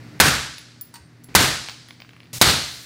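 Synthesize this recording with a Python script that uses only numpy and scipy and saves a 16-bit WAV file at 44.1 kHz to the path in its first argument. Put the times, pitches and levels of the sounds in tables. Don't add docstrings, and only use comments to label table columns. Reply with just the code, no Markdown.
import sys
import numpy as np
from scipy import signal
from scipy.fft import rfft, irfft, next_fast_len
from scipy.io import wavfile
from scipy.ndimage import uniform_filter1d

SR = 44100
rng = np.random.default_rng(int(sys.argv[2]) if len(sys.argv) > 2 else 0)


def to_linear_factor(level_db):
    exponent = np.asarray(level_db, float) / 20
    return 10 ** exponent


def master_out(mix):
    frames = np.transpose(np.atleast_2d(mix))
    ceiling = np.clip(frames, -1, 1)
    pcm = np.round(ceiling * 32767).astype(np.int16)
    wavfile.write(sys.argv[1], SR, pcm)


N = 125685
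T = np.arange(N) / SR

CHANGES_S = 1.2875, 2.3305
BEAT_HZ, BEAT_A_DB, BEAT_B_DB = 45, -4, -16


def unit(x):
    return x / np.sqrt(np.mean(x ** 2) + 1e-20)


def along(points, hz):
    f, v = np.transpose(points)
    return np.interp(np.log(hz + 1), np.log(f + 1), v)


def filtered(x, response):
    m = next_fast_len(len(x) + 8192)
    hz = np.fft.rfftfreq(m, 1 / SR)
    return irfft(rfft(x, m) * response(hz), m)[:len(x)]


def noise(spectrum, size=N):
    white = rng.standard_normal(size)
    return unit(filtered(white, lambda hz: to_linear_factor(along(spectrum, hz))))


def peak(f, hz, width):
    damping = 1j * f * width
    return damping / (hz * hz - f * f + damping + 1e-9)


def add(track, s, x):
    end = min([round(c * SR) for c in CHANGES_S if c > s] + [N])
    part = track[round(s * SR):end][:len(x)]
    part += x[:len(part)]


def dying(x, hold_s, slower):
    # frequency in Hz, decay time to -60 dB in seconds.
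    room_decay = [(60, 0.56), (300, .5), (1000, 0.59), (2500, 0.69), (5000, 0.86), (9000, 0.64),
                  (15000, 0.39)]
    hz, t, z = signal.stft(x, SR, nperseg=512)
    t60 = slower * along(room_decay, hz)[:, None]
    z = z * to_linear_factor(-60 * np.maximum(t - hold_s, 0) / t60)
    return signal.istft(z, SR, nperseg=512)[1][:len(x)]


def ring(t, hz, db, t60, beat_db):
    strike_db, strike_t60_s = 2, 0.02
    twin_hz = hz + BEAT_HZ * rng.uniform(0.5, 1.6)
    twin = to_linear_factor(beat_db) * np.sin(2 * np.pi * (twin_hz * t + rng.random()))
    decay = to_linear_factor(-60 * t / t60) + to_linear_factor(strike_db - 60 * t / strike_t60_s)
    return to_linear_factor(db) * decay * (np.sin(2 * np.pi * hz * t) + twin)


def ventilation():
    # frequency in Hz, level in dB, bandwidth in Hz.
    wavering_hum = [(119, -62, 27), (159.2, -60.5, 27), (245.8, -63, 13), (308, -68.5, 11)]
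    # frequency in Hz, level in dB.
    steady_hum = [(119.5, -54), (239, -64), (298, -63)]
    # frequency in Hz, spectral level of the rush in dB per Hz.
    rush = [(25, -23.5), (110, 1), (330, -7), (550, -13), (1000, -18), (2000, -14.5), (3200, -24),
            (4600, -21.5), (6500, -29.5), (16000, -42.5)]
    # time in seconds, microphone gain in dB.
    ducking = [(0, 8.5), (.186, 8.5), (.191, -4), (.3, -1), (.8, -1.5), (1.286, 0), (1.337, -2),
               (1.341, -11), (1.5, -12), (2.329, -9), (2.384, -3), (2.387, -21.5), (2.85, -16.5)]
    recovery_db = 9, 6.5
    rush_db = -54
    thud_s, thud_db, thud_hz, thud_t60_s = 1.0, -41, 80, .25

    sound = to_linear_factor(rush_db) * noise(rush)
    for hz, db, width in wavering_hum:
        band = filtered(rng.standard_normal(N), lambda f: peak(f, hz, width) ** 2)
        sound += to_linear_factor(db) * unit(band)
    for hz, db in steady_hum:
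        sound += to_linear_factor(db) * np.sqrt(2) * np.sin(2 * np.pi * hz * T)
    t = np.maximum(T - thud_s, 0)
    swell = 1 - np.exp(-t / 0.0081)
    sound += to_linear_factor(thud_db - 60 * t / thud_t60_s) * np.sin(2 * np.pi * thud_hz * t) * swell
    gain_db = np.interp(T, *np.transpose(ducking))
    for s, db in zip(CHANGES_S, recovery_db):
        gain_db = gain_db + db * (T > s)
    return to_linear_factor(gain_db) * sound


def hiss():
    # frequency in Hz, spectral level in dB per Hz.
    jet = [(240, -37), (400, -8.5), (1440, -12.5), (1680, -17.5), (1930, -6), (3250, -6.5), (4290, -4),
           (6810, -4), (15900, -11)]
    # time in seconds, level in dB.
    jet_level = [(2.3305, -32.5), (2.384, -32), (2.387, -43), (2.41, -39.5), (2.6, -43.5), (2.85, -46.5)]
    level_db = np.interp(T, *np.transpose(jet_level))
    return (T > CHANGES_S[1]) * to_linear_factor(level_db) * noise(jet)


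def brass_rings(out, t):
    # mode frequency in Hz, decay time to -60 dB in seconds.
    case_a = [(11020, 0.22), (15000, 0.095), (8590, 0.16), (4495, 0.15), (13900, .15)]
    # mode frequency in Hz, decay time to -60 dB in seconds.
    case_b = [(10890, 0.21), (15230, 0.24)]
    # start in seconds, then tick, low ring, high ring and side rings in dB.
    bounces_a = [
        (.583, -42, -49.5, -55, -75),
        (.8112, -24.5, -43.5, -29, -77),
        (.9411, -40, -60, -54, -46.5),
        (.956, -49, -62, -62, -61),
        (1.238, -40, -68, -60, -75),
        (1.243, -31, -51, -60, -64),
    ]
    # start in seconds, then tick, low ring and high ring in dB.
    bounces_b = [
        (1.701, -59, -72, -55),
        (1.8855, -52, -55, -60),
        (2.0027, -61.5, -77, -58),
        (2.11, -68, -74, -72),
        (2.164, -58, -70, -74),
        (2.2, -70, -69, -72),
        (2.24, -70, -69, -72),
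    ]
    # frequency in Hz, level of the contact tick in dB.
    tick_colour = [(2500, -20), (5000, -4.5), (7500, 5), (11000, -9), (15000, 1)]
    tick_t60_s = 0.0042
    for rows, modes, beat_db in ((bounces_a, case_a, BEAT_A_DB), (bounces_b, case_b, BEAT_B_DB)):
        for s, tick_db, low_db, high_db, *side in rows:
            levels = [low_db, high_db] + [db + d for db in side for d in (0, -1, -11)]
            hit = to_linear_factor(tick_db - 60 * t / tick_t60_s) * noise(tick_colour, size=len(t))
            for (hz, t60), db in zip(modes, levels):
                hit += ring(t, hz, db, t60, beat_db)
            add(out, s, hit)


def wood_taps(out, t):
    # start in seconds, peak in dB, extra level of the uppermost resonance in dB.
    taps = [(0.582, -22.5, -7), (1.6866, -16, -22), (1.6964, -17, -7), (1.8867, -30.5, -9),
            (1.9076, -23, -16), (2.0024, -29, -13), (2.0198, -25.5, -16), (2.0477, -35.5, -13),
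            (2.0921, -30, -18.5), (2.1076, -36, -10.5), (2.1335, -34, -19), (2.165, -32, -12),
            (2.2036, -31, -16), (2.232, -36, -10), (2.2565, -39, -17), (2.2712, -40, -15)]
    # resonance in Hz, width in Hz, level in dB.
    wood = [(680, 990, -9), (1970, 350, 1.5), (2850, 1840, -4), (4400, 1500, 7.5)]
    tap_db, tap_t60_s, snap = -3, .016, 9
    for s, db, upper_db in taps:
        shift = rng.uniform(0.69, 1.2)

        def board(f):
            total = 0
            for k, (hz, width, level_db) in enumerate(wood):
                gain = to_linear_factor(level_db + upper_db * (k == 3))
                total = total + (-1) ** k * gain * peak(f, hz * shift, width)
            return total * peak(f, 2050, 6600)

        knock = (rng.standard_normal(len(t)) + snap * (t == 0)) * to_linear_factor(-60 * t / tap_t60_s)
        tap = filtered(knock, board)
        add(out, s, to_linear_factor(db + tap_db) * tap / np.abs(tap).max())


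def tin_strikes(out, t):
    # start in seconds, level in dB.
    strikes = [
        (.939, -45),
        (.955, -43),
    ]
    # mode frequency in Hz, level in dB, decay time to -60 dB in seconds.
    tin = [(942, -4, .13), (1527, -8.5, 0.63), (1910, -8, 0.19), (2900, -16, 0.039), (5100, -14, .15)]
    # frequency in Hz, spectral level of the rattle in dB per Hz.
    rattle_colour = [(400, -50), (900, 11.5), (2000, 0), (5000, 3.5), (10000, -7), (16000, -28)]
    rattle_db, rattle_t60_s = 5, 0.078
    for s, db in strikes:
        sound = to_linear_factor(rattle_db - 60 * t / rattle_t60_s) * noise(rattle_colour, size=len(t))
        for hz, level_db, t60 in tin:
            sound += ring(t, hz, level_db, t60, BEAT_B_DB)
        add(out, s, to_linear_factor(db) * (1 - np.exp(-t / 0.0014)) * sound)


def cases():
    out, t = np.zeros(N), np.arange(SR // 2) / SR
    brass_rings(out, t)
    wood_taps(out, t)
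    tin_strikes(out, t)
    reflections_db = -9.5
    tail = dying(rng.standard_normal(SR // 2), 0, 0.56)
    wet = signal.fftconvolve(np.pad(out, (300, 0)), tail / np.linalg.norm(tail))[:N]
    no_spill = 1 - (T > CHANGES_S[0]) * (T < 1.5)
    return out + to_linear_factor(reflections_db) * wet * no_spill


def hammer_fall(t):
    hammer_db, hammer_hz = -31, 2400
    knock = rng.standard_normal(len(t)) * to_linear_factor(-60 * t / .03)
    fall = filtered(knock, lambda f: peak(f, hammer_hz, 500) + .12 * peak(f, 8000, 9000))
    return to_linear_factor(hammer_db) * fall / np.abs(fall).max()


def first_gas(t, lead_s):
    rising = (t < lead_s) * t / lead_s
    return to_linear_factor(-25) * np.diff(rng.standard_normal(len(t) + 1)) * rising


def muzzle_blast(t, blast_db, colour):
    # frequency in Hz, spectral level in dB per Hz.
    gas = [(40, -44), (100, -5), (600, -3.5), (1400, -4.5), (4000, -8.5), (9000, -11.5), (13000, -16.5),
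           (16000, -18.5)]
    level_db, hold_s, t60_s, push_s, push_db = 7, .0095, .02, .0004, 14
    can_hz, can_t60_s, can_db = 1043, .008, 9
    envelope = to_linear_factor(level_db + blast_db - 60 * np.maximum(t - hold_s, 0) / t60_s)
    blast = envelope * filtered(noise(gas, size=len(t)), colour)
    u = t / push_s
    blast += to_linear_factor(push_db) * (1 - u) * np.exp(-u / 1.3)
    return blast + to_linear_factor(can_db - 60 * t / can_t60_s) * np.sin(2 * np.pi * can_hz * t)


def overload(t, x):
    start_db, sag_db, sag_s, hard = 2.5, -8, .0045, 8
    ceiling = to_linear_factor(start_db + sag_db * (1.5 - np.exp(-t / sag_s)))
    return x / (1 + np.abs(x / ceiling) ** hard) ** (1 / hard)


def room_answer(t, tail_db, colour):
    # frequency in Hz, spectral level in dB per Hz.
    roar_colour = [(30, -27), (70, 0.5), (300, -8.5), (600, -11), (1500, -9), (2600, -11), (4200, -12),
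                   (8500, -17), (16000, -28)]
    # room mode in Hz, level in dB, decay time to -60 dB in seconds.
    room_modes = [(59.4, -27, 0.48), (77.2, -23.5, 0.16), (136.1, -19.5, 0.57), (159.3, -17.5, 0.33),
                  (249.2, -23.5, .5), (324.6, -27.5, 0.54)]
    roar_db, hold_s, late_db, late_slower, rise_s = -16.5, 0.073, -20.5, 1.9, .011
    grain_db, grain_s, boom_rise_s = 1, 0.0016, 0.053
    size = len(t)
    roar = dying(noise(roar_colour, size=size), hold_s, 0.89)
    roar = roar + to_linear_factor(late_db) * dying(noise(roar_colour, size=size), hold_s, late_slower)
    grain = unit(uniform_filter1d(rng.standard_normal(size), max(2, round(grain_s * SR))))
    roar = filtered(roar * to_linear_factor(grain_db * grain), colour)
    boom = np.zeros(size)
    for hz, db, t60 in room_modes:
        boom += to_linear_factor(db - 60 * t / t60) * np.sin(2 * np.pi * hz * t)
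    roar = to_linear_factor(roar_db) * roar * (1 - np.exp(-(t / rise_s) ** 2))
    return to_linear_factor(tail_db) * (roar + boom * (1 - np.exp(-t / boom_rise_s)))


def shots():
    shot_s = .2008, 1.3508, 2.4138
    # blast, room tail, 4 kHz shriek and 1.5 kHz bark, all in dB.
    shot_levels = [
        (0, 0.5, -13.5, -1.5),
        (0, 1, -10, -9.5),
        (0, 0.5, 0, -12.5),
    ]
    hammer_lead_s, gas_lead_s = .0078, 0.00099
    shriek_hz, shriek_width_hz, bark_hz, bark_width_hz = 4200, 1200, 1550, 780
    out, t = np.zeros(N), np.arange(SR) / SR
    for s, (blast_db, tail_db, shriek_db, bark_db) in zip(shot_s, shot_levels):

        def colour(f):
            shriek = to_linear_factor(shriek_db) * np.abs(peak(f, shriek_hz, shriek_width_hz)) ** 2
            bark = to_linear_factor(bark_db) * np.abs(peak(f, bark_hz, bark_width_hz)) ** 2
            return 1 + shriek + bark

        add(out, s - hammer_lead_s, hammer_fall(t))
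        add(out, s - gas_lead_s, first_gas(t, gas_lead_s))
        blast = overload(t, muzzle_blast(t, blast_db, colour))
        add(out, s, blast + room_answer(t, tail_db, colour))
    return out


def scene():
    return (ventilation() + hiss() + cases() + shots())[None]


def low_pass(x):
    return signal.sosfilt(signal.butter(12, 16150, fs=SR, output="sos"), x)


def record(dry):
    top_hz, ceiling = 16100, 1.2
    x = filtered(dry[0], lambda hz: np.clip((top_hz - hz) / 400, 0, 1))
    return low_pass(np.clip(x, -ceiling, ceiling)[None])


dry = scene()
out = record(dry)
master_out(out)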